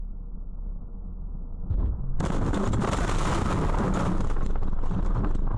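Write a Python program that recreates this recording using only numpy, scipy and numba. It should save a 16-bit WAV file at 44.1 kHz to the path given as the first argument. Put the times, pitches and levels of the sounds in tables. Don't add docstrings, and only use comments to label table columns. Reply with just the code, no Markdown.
import sys
import numpy as np
from scipy import signal
from scipy.fft import rfft, irfft, next_fast_len
from scipy.io import wavfile
from scipy.ndimage import uniform_filter1d
from numba import njit

SR = 44100
rng = np.random.default_rng(int(sys.argv[2]) if len(sys.argv) > 2 else 0)


def dump(signal):
    limited = np.clip(np.atleast_2d(signal).T, -1, 1)
    pcm = np.round(limited * 32767).astype(np.int16)
    wavfile.write(sys.argv[1], SR, pcm)


N = 245725

# (start [s], end [s], first rate [Hz], last rate [Hz], level [dB])
SHUDDER_BOUTS = [(2.039, 2.212, 30, 26, -28.5), (2.298, 2.542, 22, 22.06, -20),
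                 (2.574, 2.772, 18.2, 21.1, -22), (2.966, 3.104, 37, 40, -22),
                 (3.095, 3.305, 32.5, 23.5, -18), (3.297, 3.535, 22, 31, -23),
                 (3.637, 3.831, 33, 31, -11.5), (3.854, 4.031, 35.5, 26, -20),
                 (4.09, 4.916, 22.8, 18.2, -12), (4.979, 5.228, 30.5, 30.5, -17),
                 (5.248, 5.549, 23.6, 26, -13.5)]


def amp(db):
    return 10 ** (np.asarray(db) / 20)


def unit_rms(x):
    return x / np.sqrt(np.mean(x ** 2) + 1e-20)


def curves(rows):
    times, *columns = np.transpose(rows)
    return [np.interp(np.arange(N) / SR, times, column) for column in columns]


def span(start, end):
    t = np.arange(N) / SR
    return np.clip(np.minimum(t - start, end - t) / .025, 0, 1)


def coloured(x, spectrum):
    points_hz, db = np.transpose(spectrum)
    size = next_fast_len(N)
    hz = np.fft.rfftfreq(size, 1 / SR)
    gain = amp(np.interp(np.log(hz + 1), np.log(points_hz + 1), db, left=-120, right=-120))
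    return irfft(rfft(x, size) * gain, size)[..., :N]


def resonate(x, modes):
    out = np.zeros(x.shape)
    for hz, width_hz, db in modes:
        radius, angle = np.exp(-np.pi * width_hz / SR), 2 * np.pi * hz / SR
        mode = signal.lfilter([np.sin(angle)], [1, -2 * radius * np.cos(angle), radius ** 2], x)
        out += amp(db) * np.sqrt(2 * (1 - radius ** 2)) * mode
    return out


def grains(per_s, spread_db, bed):
    sizes = amp(spread_db * np.minimum(rng.exponential(1, N), 5)) * rng.standard_normal(N)
    clicks = unit_rms(sizes * (rng.random(N) < per_s / SR))
    return unit_rms(clicks + bed * rng.standard_normal(N))


def flutter(seconds, depth_db):
    width = int(seconds * SR)
    drift = uniform_filter1d(uniform_filter1d(rng.standard_normal(N), width), width)
    return unit_rms(amp(depth_db * unit_rms(drift)))


def throb(rows, second_db):
    hz, db = curves(rows)
    start, first_hz, _ = rows[0]
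    phase = 2 * np.pi * (np.cumsum(hz) / SR - start * first_hz)
    return np.sqrt(2) * amp(db) * (np.sin(phase) + amp(second_db) * np.sin(2 * phase))


def engine():
    # (time [s], firing rate [Hz], level [dB])
    firing = [(0.0, 33.7, -30.5), (0.11, 33.54, -36), (0.56, 34.81, -37), (0.68, 33.56, -30.5),
              (0.81, 33.56, -38.5), (1.19, 36.78, -36), (1.316, 33.54, -33.5), (1.45, 27.8, -35.5),
              (1.75, 29.6, -33.5)]
    fade_out = np.clip((firing[-1][0] - np.arange(N) / SR) / 0.038, 0, 1)
    return throb(firing, second_db=-14.5) * fade_out


def tyres():
    # (frequency [Hz], relative spectral density [dB])
    roar_spectrum = [(24, -31.5), (40, -25.5), (58, -10.5), (123, -13.5), (187, -9.5), (336, -23.5),
                     (495, -28), (984, -31.5), (1380, -37.5), (1710, -67), (2200, -103), (2860, -116),
                     (4840, -120)]
    # (frequency [Hz], bandwidth [Hz], gain [dB])
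    cabin_modes = [(81.3, 1.1, -48.5), (181.2, 8.4, -50), (470, 4, -65.5), (18.6, 8.5, -41.5)]
    # (time [s], gain [dB])
    swell = [(0, -3.5), (.8, 0), (1.6, 1), (1.75, 7.5), (2.2, 1.5), (4.2, 7.5), (5.57, 8)]
    roar = amp(-46.5) * unit_rms(coloured(rng.standard_normal(N), roar_spectrum)) * flutter(0.0092, 1.8)
    booms = resonate(rng.standard_normal(N), cabin_modes)
    return amp(curves(swell)[0]) * (roar + booms)


def wreck():
    # (time [s], heave [dB], panel boom [dB], metal [dB], glass [dB])
    course = [(1.69, -35.5, -39, -61, -76), (1.73, -23, -32, -43.5, -58.5), (1.765, -26.5, -36, -65, -67),
              (1.8, -26, -30.5, -40, -58), (1.835, -33.5, -30.5, -52.5, -65), (1.9, -34, -38, -57.5, -72),
              (1.93, -26, -43.5, -52.5, -100), (2.03, -37.5, -58, -59, -100),
              (2.19, -23.5, -44.5, -51, -83.5), (2.2, -23.5, -19, -35, -45), (2.22, -24.5, -34, -39, -44),
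              (2.29, -32.5, -26, -34, -44.5), (2.35, -25, -20.5, -20.5, -39.5), (2.4, -18, -22, -27.5, -48),
              (2.5, -33.5, -13, -18.5, -35.5), (2.6, -35, -36, -25, -43.5), (2.7, -5.5, -14.5, -21, -36),
              (2.765, -32, -21.5, -36, -60), (2.8, -40, -23, -25, -39), (2.83, -43, -27, -15, -24),
              (2.865, -44.5, -29.5, -22.5, -32.5), (2.94, -43.5, -26, -15, -28.5),
              (3.0, -24, -26.5, -33, -36.5), (3.35, -18.5, -21.5, -19.5, -31),
              (3.55, -37, -13, -17.5, -33.5), (3.66, -16, -14.5, -16.5, -42), (3.76, -8.5, -22, -16, -38),
              (3.85, -45.5, -11.5, -7, -33), (3.9, -35.5, -20, -25.5, -45), (4.0, -39, -18, -17, -32),
              (4.2, -17.5, -17, -27, -46.5), (4.33, -11.5, -28, -23, -43), (4.38, -12.5, -28.5, -44, -59),
              (4.45, -18.5, -20.5, -28, -43.5), (4.55, -20.5, -29.5, -33, -55),
              (4.7, -28.5, -25.5, -32, -51.5), (4.77, -24.5, -30.5, -29.5, -58.5),
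              (4.85, -34, -30.5, -28, -48.5), (4.95, -20.5, -33, -36.5, -52.5), (5.0, -26, -29.5, -34, -55),
              (5.07, -12, -25, -32.5, -47.5), (5.125, -22.5, -30, -34, -57), (5.19, -2, -28.5, -29, -52),
              (5.22, -14.5, -16.5, -29.5, -56), (5.3, -16.5, -24, -28, -51.5),
              (5.45, -13.5, -28.5, -37, -57), (5.51, -14.5, -34, -24.5, -63.5),
              (5.57, -17.5, -33.5, -34.5, -60)]
    # (frequency [Hz], gain [dB])
    trim = [(10, 9), (1500, -2.5), (2300, -15), (4000, -13.5), (20000, -37)]
    heave_db, boom_db, metal_db, glass_db = curves(course)
    onset = np.clip((np.arange(N) / SR - course[0][0]) / 0.034, 0, 1) ** 2
    (metal_cracks, glass_cracks), (metal_after, glass_after) = blows()
    white = rng.standard_normal(N)
    heave = amp(heave_db) * body_heave(white)
    boom = np.sqrt(amp(boom_db) ** 2 + 0.64 * metal_after) * panel_boom()
    catch = flutter(0.021, 0.5)
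    metal = crumpling_metal(np.sqrt(amp(metal_db) ** 2 + metal_after), metal_cracks, catch, white)
    glass = glass_shower(np.sqrt(amp(glass_db) ** 2 + glass_after), glass_cracks, catch, white)
    return onset * (heave + coloured(boom + metal, trim) + glass)


def body_heave(white):
    # (frequency [Hz], relative spectral density [dB])
    spectrum = [(12, -9.5), (25, -1), (45, -8.5), (80, -28), (120, -7)]
    shuddering = np.minimum(sum(span(start, end) for start, end, *_ in SHUDDER_BOUTS), 1)
    return (1 - 0.71 * shuddering) * unit_rms(coloured(white, spectrum))


def panel_boom():
    # (frequency [Hz], bandwidth [Hz], gain [dB])
    modes = [(112, 35, -4.5), (146, 160, 4), (191.2, 49, 5.5), (285, 82, 3), (366, 140, 3.5)]
    return unit_rms(resonate(grains(per_s=150, spread_db=1.6, bed=1.61), modes))


def crumpling_metal(level, cracks, catch, white):
    # (frequency [Hz], bandwidth [Hz], gain [dB])
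    modes = [(454, 450, 9), (570, 77, 3), (740, 130, 0), (906, 170, 8), (1042, 150, 8), (1184, 160, 7.5),
             (1295, 84, 4.5), (1495, 230, 0.5), (1770, 1800, 2.5)]
    crumple = np.zeros(N)
    for mode in modes:
        force = flutter(0.087, 2.37) * flutter(0.02, 0.96) * grains(per_s=410, spread_db=0.6, bed=4.8)
        crumple += resonate(force, [mode])
    return level * catch * unit_rms(crumple) + resonate(cracks, modes) / np.std(resonate(white, modes))


def glass_shower(level, cracks, catch, white):
    # (frequency [Hz], gain [dB])
    spectrum = [(1100, -71.5), (1800, 1), (2400, -6), (3440, -2), (4900, -10.5), (7000, -3), (9300, -11.5),
                (11000, -20), (12200, -17), (15600, -36)]
    filter_rms = np.std(coloured(white, spectrum))
    pieces = tinkle()
    shower = catch * flutter(0.014, 0.94) * grains(per_s=1500, spread_db=2.3, bed=1.0) + 0.21 * pieces
    glass = coloured(level * shower + cracks, spectrum) / filter_rms
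    treble = coloured(glass, [(2500, -97), (3800, -45.0), (5200, 1.0), (20000, 8.5)])
    dullness = 1 - np.minimum((level / amp(-45.5)) ** 0.68, 1)
    late_pieces = 0.28 * span(4.2, 6) * level * pieces
    return glass - dullness * treble + coloured(ticks() + late_pieces, spectrum) / filter_rms


def tinkle():
    out, t = np.zeros(N), np.arange(1500) / SR
    taps_per_s = 70
    for hz, t60 in zip(np.geomspace(2200, 10500, num=18), rng.uniform(.008, 0.07, 18)):
        taps = amp(6.1 * np.minimum(rng.exponential(1, N), 3)) * (rng.random(N) < taps_per_s / SR)
        out += signal.oaconvolve(taps, amp(-60 * t / t60) * np.sin(2 * np.pi * hz * t))[:N]
    return unit_rms(out)


def thuds():
    # (time [s], frequency [Hz], level [dB], t60 [s])
    strikes = [(1.702, 97.6, -8, 0.14), (1.712, 76.4, -8, 0.11), (1.741, 45.3, -12.5, 0.44),
               (1.786, 59.7, -13.5, 0.078), (1.79, 101.7, -13, 0.16), (1.826, 1000, -34, 0.059),
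               (1.837, 63.2, -12, 0.17), (1.878, 55, -14.5, 0.29), (1.978, 133.4, -25.5, 0.97),
               (2.191, 58.8, -1, 0.012), (2.197, 156.7, 6.5, 0.16), (2.205, 112.7, 6.5, 0.037),
               (2.226, 175, 7.5, 0.022), (2.245, 85.2, 4, 0.026), (2.272, 55.1, 10, 0.023),
               (2.3, 177, 6.5, 0.043), (2.333, 63.7, -22, 0.032), (2.418, 170, -17, 0.18),
               (2.488, 96.2, 6, 0.055), (2.508, 39.7, 1, 0.091), (2.545, 199.9, -8.5, 0.44),
               (2.528, 291.6, -6, 0.18), (2.551, 388.2, -20, 0.83), (2.605, 379.4, -18, 0.32),
               (2.663, 109.6, -7.5, 0.59), (2.71, 39.6, -15, 0.16), (2.76, 57, -9, 0.037),
               (2.789, 198, 0.5, 0.1), (2.804, 156, -6, 0.093), (2.817, 141.4, -3.5, .1),
               (2.835, 375, 0.5, 0.087), (2.84, 749, -5, .08), (2.857, 173.5, 8.5, 0.019),
               (2.893, 150, 8.5, 0.02), (2.911, 188.6, -8, 0.11), (2.925, 602, -12, 0.074),
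               (2.936, 1320, -2.5, .08), (3.015, 697, -18.5, 0.17), (3.35, 338, -11.5, 0.21),
               (3.601, 341.5, -10, 0.17), (3.61, 443, -10.5, 0.33), (3.782, 350, -10.5, .1),
               (3.835, 500.7, -4, 0.14), (3.84, 385, -8, 0.18), (4.141, 327.6, -10.5, 0.14),
               (3.53, 167.4, -13.5, 0.26), (3.585, 160.8, -4.5, 0.4), (3.805, 208, -2, 0.12),
               (3.865, 190, -3.5, 0.4), (3.958, 187.2, -5.5, 0.38), (4.073, 177.6, -3.5, 0.25),
               (4.364, 1094, -24.5, 0.11), (4.407, 1080, -15, 0.12), (4.859, 1070, -18, 0.11),
               (4.902, 175, -10, 0.1), (4.96, 185.5, -14.5, 0.22), (5.238, 297.2, -10, 0.26)]
    out, t = np.zeros(N + SR), np.arange(SR // 2) / SR
    for s, hz, db, t60 in strikes:
        swell = 1 - np.exp(-t / (0.045 * t60))
        envelope = swell * amp(db - 60 * t / t60) * signal.windows.tukey(len(t), .002)
        out[round(s * SR):][:len(t)] -= envelope * np.sin(2 * np.pi * hz * t)
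    return out[:N] * flutter(0.0082, 0.82)


def ticks():
    # (time [s], level [dB])
    contacts = [(1.705, -40), (1.718, -58), (2.2, -22), (2.2042, -12), (2.238, -29), (2.252, -15),
                (2.283, -24), (2.3215, -30), (2.327, -30), (3.497, -24.5), (3.556, -23.5), (3.785, -12),
                (4.174, -25.5), (4.181, -24), (4.207, -28), (4.253, -43), (4.329, -39), (4.4633, -23.5),
                (4.51, -32), (4.6343, -42.5), (4.8566, -43), (5.0485, -33), (5.062, -31), (5.148, -38),
                (5.292, -39), (5.35, -39.5)]
    rise_s, t60 = 0.00027, 0.0091
    out, t = np.zeros(N + SR), np.arange(800) / SR
    for s, db in contacts:
        envelope = np.minimum(t / rise_s, 1) * amp(db - 60 * t / t60)
        out[round(s * SR):][:len(t)] += envelope * rng.standard_normal(len(t))
    return out[:N]


def blows():
    # (time [s], level in metal [dB], level in glass [dB])
    impacts = [(1.706, -28.5, -44.5), (1.737, -39.5, -71.5), (1.794, -33.5, -63), (1.823, -36.5, -73),
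               (1.856, -37, -49.5), (2.204, 7.5, -20), (2.226, -7.5, -28.5), (2.239, -7, -30.5),
               (2.249, -12, -22.5), (2.259, 0.5, -14), (2.28, -12.5, -31), (2.301, -5.5, -29),
               (2.318, -6.5, -23), (2.345, -12.5, -32), (2.412, -16, -41), (2.461, -13, -28),
               (2.53, -0.5, -22), (2.541, -2.5, -17), (2.572, -5.5, -28.5), (2.607, -24, -46),
               (2.639, -16, -40), (2.719, -21.5, -24), (2.73, -8.5, -22.5), (2.74, -14, -44),
               (2.768, -20, -51), (2.794, -9, -41), (2.806, -10.5, -30), (2.819, -11, -27),
               (2.834, -0.5, -17), (2.845, 6.5, -25), (2.874, -1, -24), (2.886, -7, -26), (2.893, -8, -26),
               (2.913, -13.5, -21), (2.931, -4.5, -12), (2.943, 2.5, -14), (2.985, -6.5, -33),
               (3.006, -15.5, -47.5), (3.046, -9.5, -23), (3.093, -6.5, -20), (3.112, -9, -23.5),
               (3.184, -11.5, -16.5), (3.249, -28.5, -31.5), (3.268, -19.5, -27), (3.303, -15, -32),
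               (3.345, -22.5, -19), (3.437, -16, -51), (3.525, -23.5, -26), (3.557, -9, -29),
               (3.595, -25.5, -33), (3.611, -14, -27), (3.632, -4.5, -40), (3.647, -18.5, -36),
               (3.665, -18, -27.5), (3.724, -15, -32.5), (3.745, -12, -50.5), (3.783, -42.5, -25.5),
               (3.806, -16, -49), (3.821, -1, -39.5), (3.877, -6.5, -26.5), (3.926, -5.5, -39),
               (3.938, -28, -20.5), (3.971, -6.5, -31), (4.052, -18, -34.5), (4.166, -12.5, -36.5),
               (4.205, -15.5, -26.5), (4.271, -29, -32), (4.298, -8.5, -24.5), (4.364, -9.5, -58),
               (4.39, -26, -57), (4.408, -12.5, -41), (4.46, -18.5, -40), (4.509, -24, -40.5),
               (4.556, -12, -53), (4.631, -33, -44.5), (4.732, -30, -65), (4.856, -13, -35),
               (4.908, -18.5, -40), (5.025, -26, -41), (5.048, -19.5, -44.5), (5.062, -21.5, -40),
               (5.149, -35, -47.5), (5.244, -7, -41), (5.288, -30.5, -51.5), (5.347, -37, -34.5)]
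    crack_rise_s, crack_t60 = np.c_[[0.00092, 0.0013]], np.c_[[0.043, 0.044]]
    after_db, after_t60, after_rise_s = np.c_[[-11.5, -9]], np.c_[[0.09, 0.15]], 0.0066
    t = np.arange(SR // 4) / SR
    crack = (1 - np.exp(-t / crack_rise_s)) * amp(-60 * t / crack_t60)
    tail = (1 - np.exp(-t / after_rise_s)) * amp(after_db - 60 * t / after_t60)
    cracks, after_power = np.zeros((2, 2, N + SR))
    for s, metal_db, glass_db in impacts:
        level, at = amp([[metal_db], [glass_db]]), round(s * SR)
        cracks[:, at:at + len(t)] += level * crack * rng.standard_normal(crack.shape)
        after_power[:, at:at + len(t)] += (level * tail) ** 2
    return cracks[:, :N], after_power[:, :N]


def shudder():
    return sum(span(start, end) * throb([(start, first_hz, db), (end, last_hz, db)], second_db=-25.0)
               for start, end, first_hz, last_hz, db in SHUDDER_BOUTS)


def shards():
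    # (time [s], lower frequency [Hz], level [dB])
    pieces = [(2.543, 3470, -26), (2.652, 6570, -35), (2.73, 3250, -32), (2.732, 7200, -26),
              (2.985, 6760, -32.5), (3.182, 6150, -29), (3.938, 6720, -27.5), (4.464, 3900, -40.5),
              (5.352, 7840, -47.5)]
    rise_s, t60 = 0.0018, 0.067
    out, t = np.zeros(N + SR), np.arange(SR // 5) / SR
    for s, hz, db in pieces:
        pair = np.sin(2 * np.pi * hz * t) + 1.6 * np.sin(2 * np.pi * 1.04 * hz * t)
        out[round(s * SR):][:len(t)] += amp(db - 60 * t / t60) * np.minimum(t / rise_s, 1) * pair
    return out[:N]


def scrape():
    # (time [s], lower resonance [Hz], level [dB])
    glide = [(2.98, 1250, -44), (3.01, 1213, -26.5), (3.06, 1214, -36.5), (3.096, 1229, -26.5),
             (3.13, 1178, -30.5), (3.17, 1046, -28.5), (3.212, 1105, -23.5), (3.242, 1050, -37.5),
             (3.274, 1013, -18.5), (3.3, 1018, -31.5), (3.34, 1001, -23.5), (3.39, 987, -24.5),
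             (3.44, 1044, -27), (3.53, 1038, -25), (3.61, 997, -25), (3.7, 999, -24.5), (3.76, 862, -32.5),
             (3.86, 1093, -21.5), (3.9, 1034, -36.5), (3.99, 1134, -26), (4.05, 1020, -29.5),
             (4.17, 1016, -30), (4.24, 925, -45), (4.3, 1104, -36.5), (4.42, 1142, -42), (4.5, 1110, -55)]
    hz, db = curves(glide)
    slips = grains(per_s=900, spread_db=1.6, bed=1.5)
    out, width_hz = np.zeros(N), 85
    radius = np.exp(-np.pi * width_hz / SR)
    for ratio, ring_db in [(1, 0), (1.19, -2)]:
        carrier = np.exp(2j * np.pi * np.cumsum(ratio * hz) / SR)
        ring = carrier * signal.lfilter([1 - radius], [1, -radius], slips / carrier)
        out += amp(ring_db) * unit_rms(ring.real)
    return span(glide[0][0], glide[-1][0]) * amp(db) * out


def scene():
    cabin = engine() + tyres() + thuds() + wreck() + shudder() + shards() + scrape()
    return np.array([cabin, cabin])


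@njit
def limiter_gain(x, ceiling, fall_db_per_s, rise_db_per_s, lag_s):
    gain, cut_db, late_db = np.empty(len(x)), 0., 0.
    for i in range(len(x)):
        gain[i] = 10 ** (-late_db / 20)
        overshoot = abs(x[i]) * gain[i] / ceiling - 1
        if overshoot > 0:
            cut_db = min(cut_db + fall_db_per_s / SR * min(overshoot + .3, 1.), 38.)
        else:
            cut_db = max(0., cut_db - rise_db_per_s / SR)
        late_db += (cut_db - late_db) / (lag_s * SR)
    return gain


def record(dry):
    # (frequency [Hz], gain [dB])
    response = [(5, 2.5), (10500, -5.5), (12000, -17.5), (15000, -20), (22000, -38)]
    # (frequency [Hz], gain [dB])
    width = [(20, -63.5), (1000, -64.5), (2000, -46), (3500, -18.5), (12000, -22.5)]
    ceiling, knee, edge_hz = amp(-19.2), 9, 15400
    gain = limiter_gain(dry[0], ceiling, fall_db_per_s=7000, rise_db_per_s=1300, lag_s=.008)
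    treble = coloured(dry[0], [(800, -73), (1500, -11.0), (2300, -5.0), (22000, -1.0)])
    drive = (dry[0] - treble) * gain / ceiling
    clipped = drive / (1 + abs(drive) ** knee) ** (1 / knee)
    treble_gain = uniform_filter1d(gain, size=1100) ** 0.91 * (1 - 0.33 * clipped ** 4)
    mid = coloured(ceiling * clipped + treble * treble_gain, response)
    frames = signal.stft(coloured(mid, width), nperseg=512)[2]
    random_phase = np.exp(2j * np.pi * rng.random(frames.shape))
    side = signal.istft(frames * random_phase, nperseg=512)[1][:N]
    low_pass = signal.firwin(255, edge_hz, window=("kaiser", 9), fs=SR)
    return signal.oaconvolve(np.array([mid + side, mid - side]), low_pass[None], "same")


dry = scene()
out = record(dry)
dump(out)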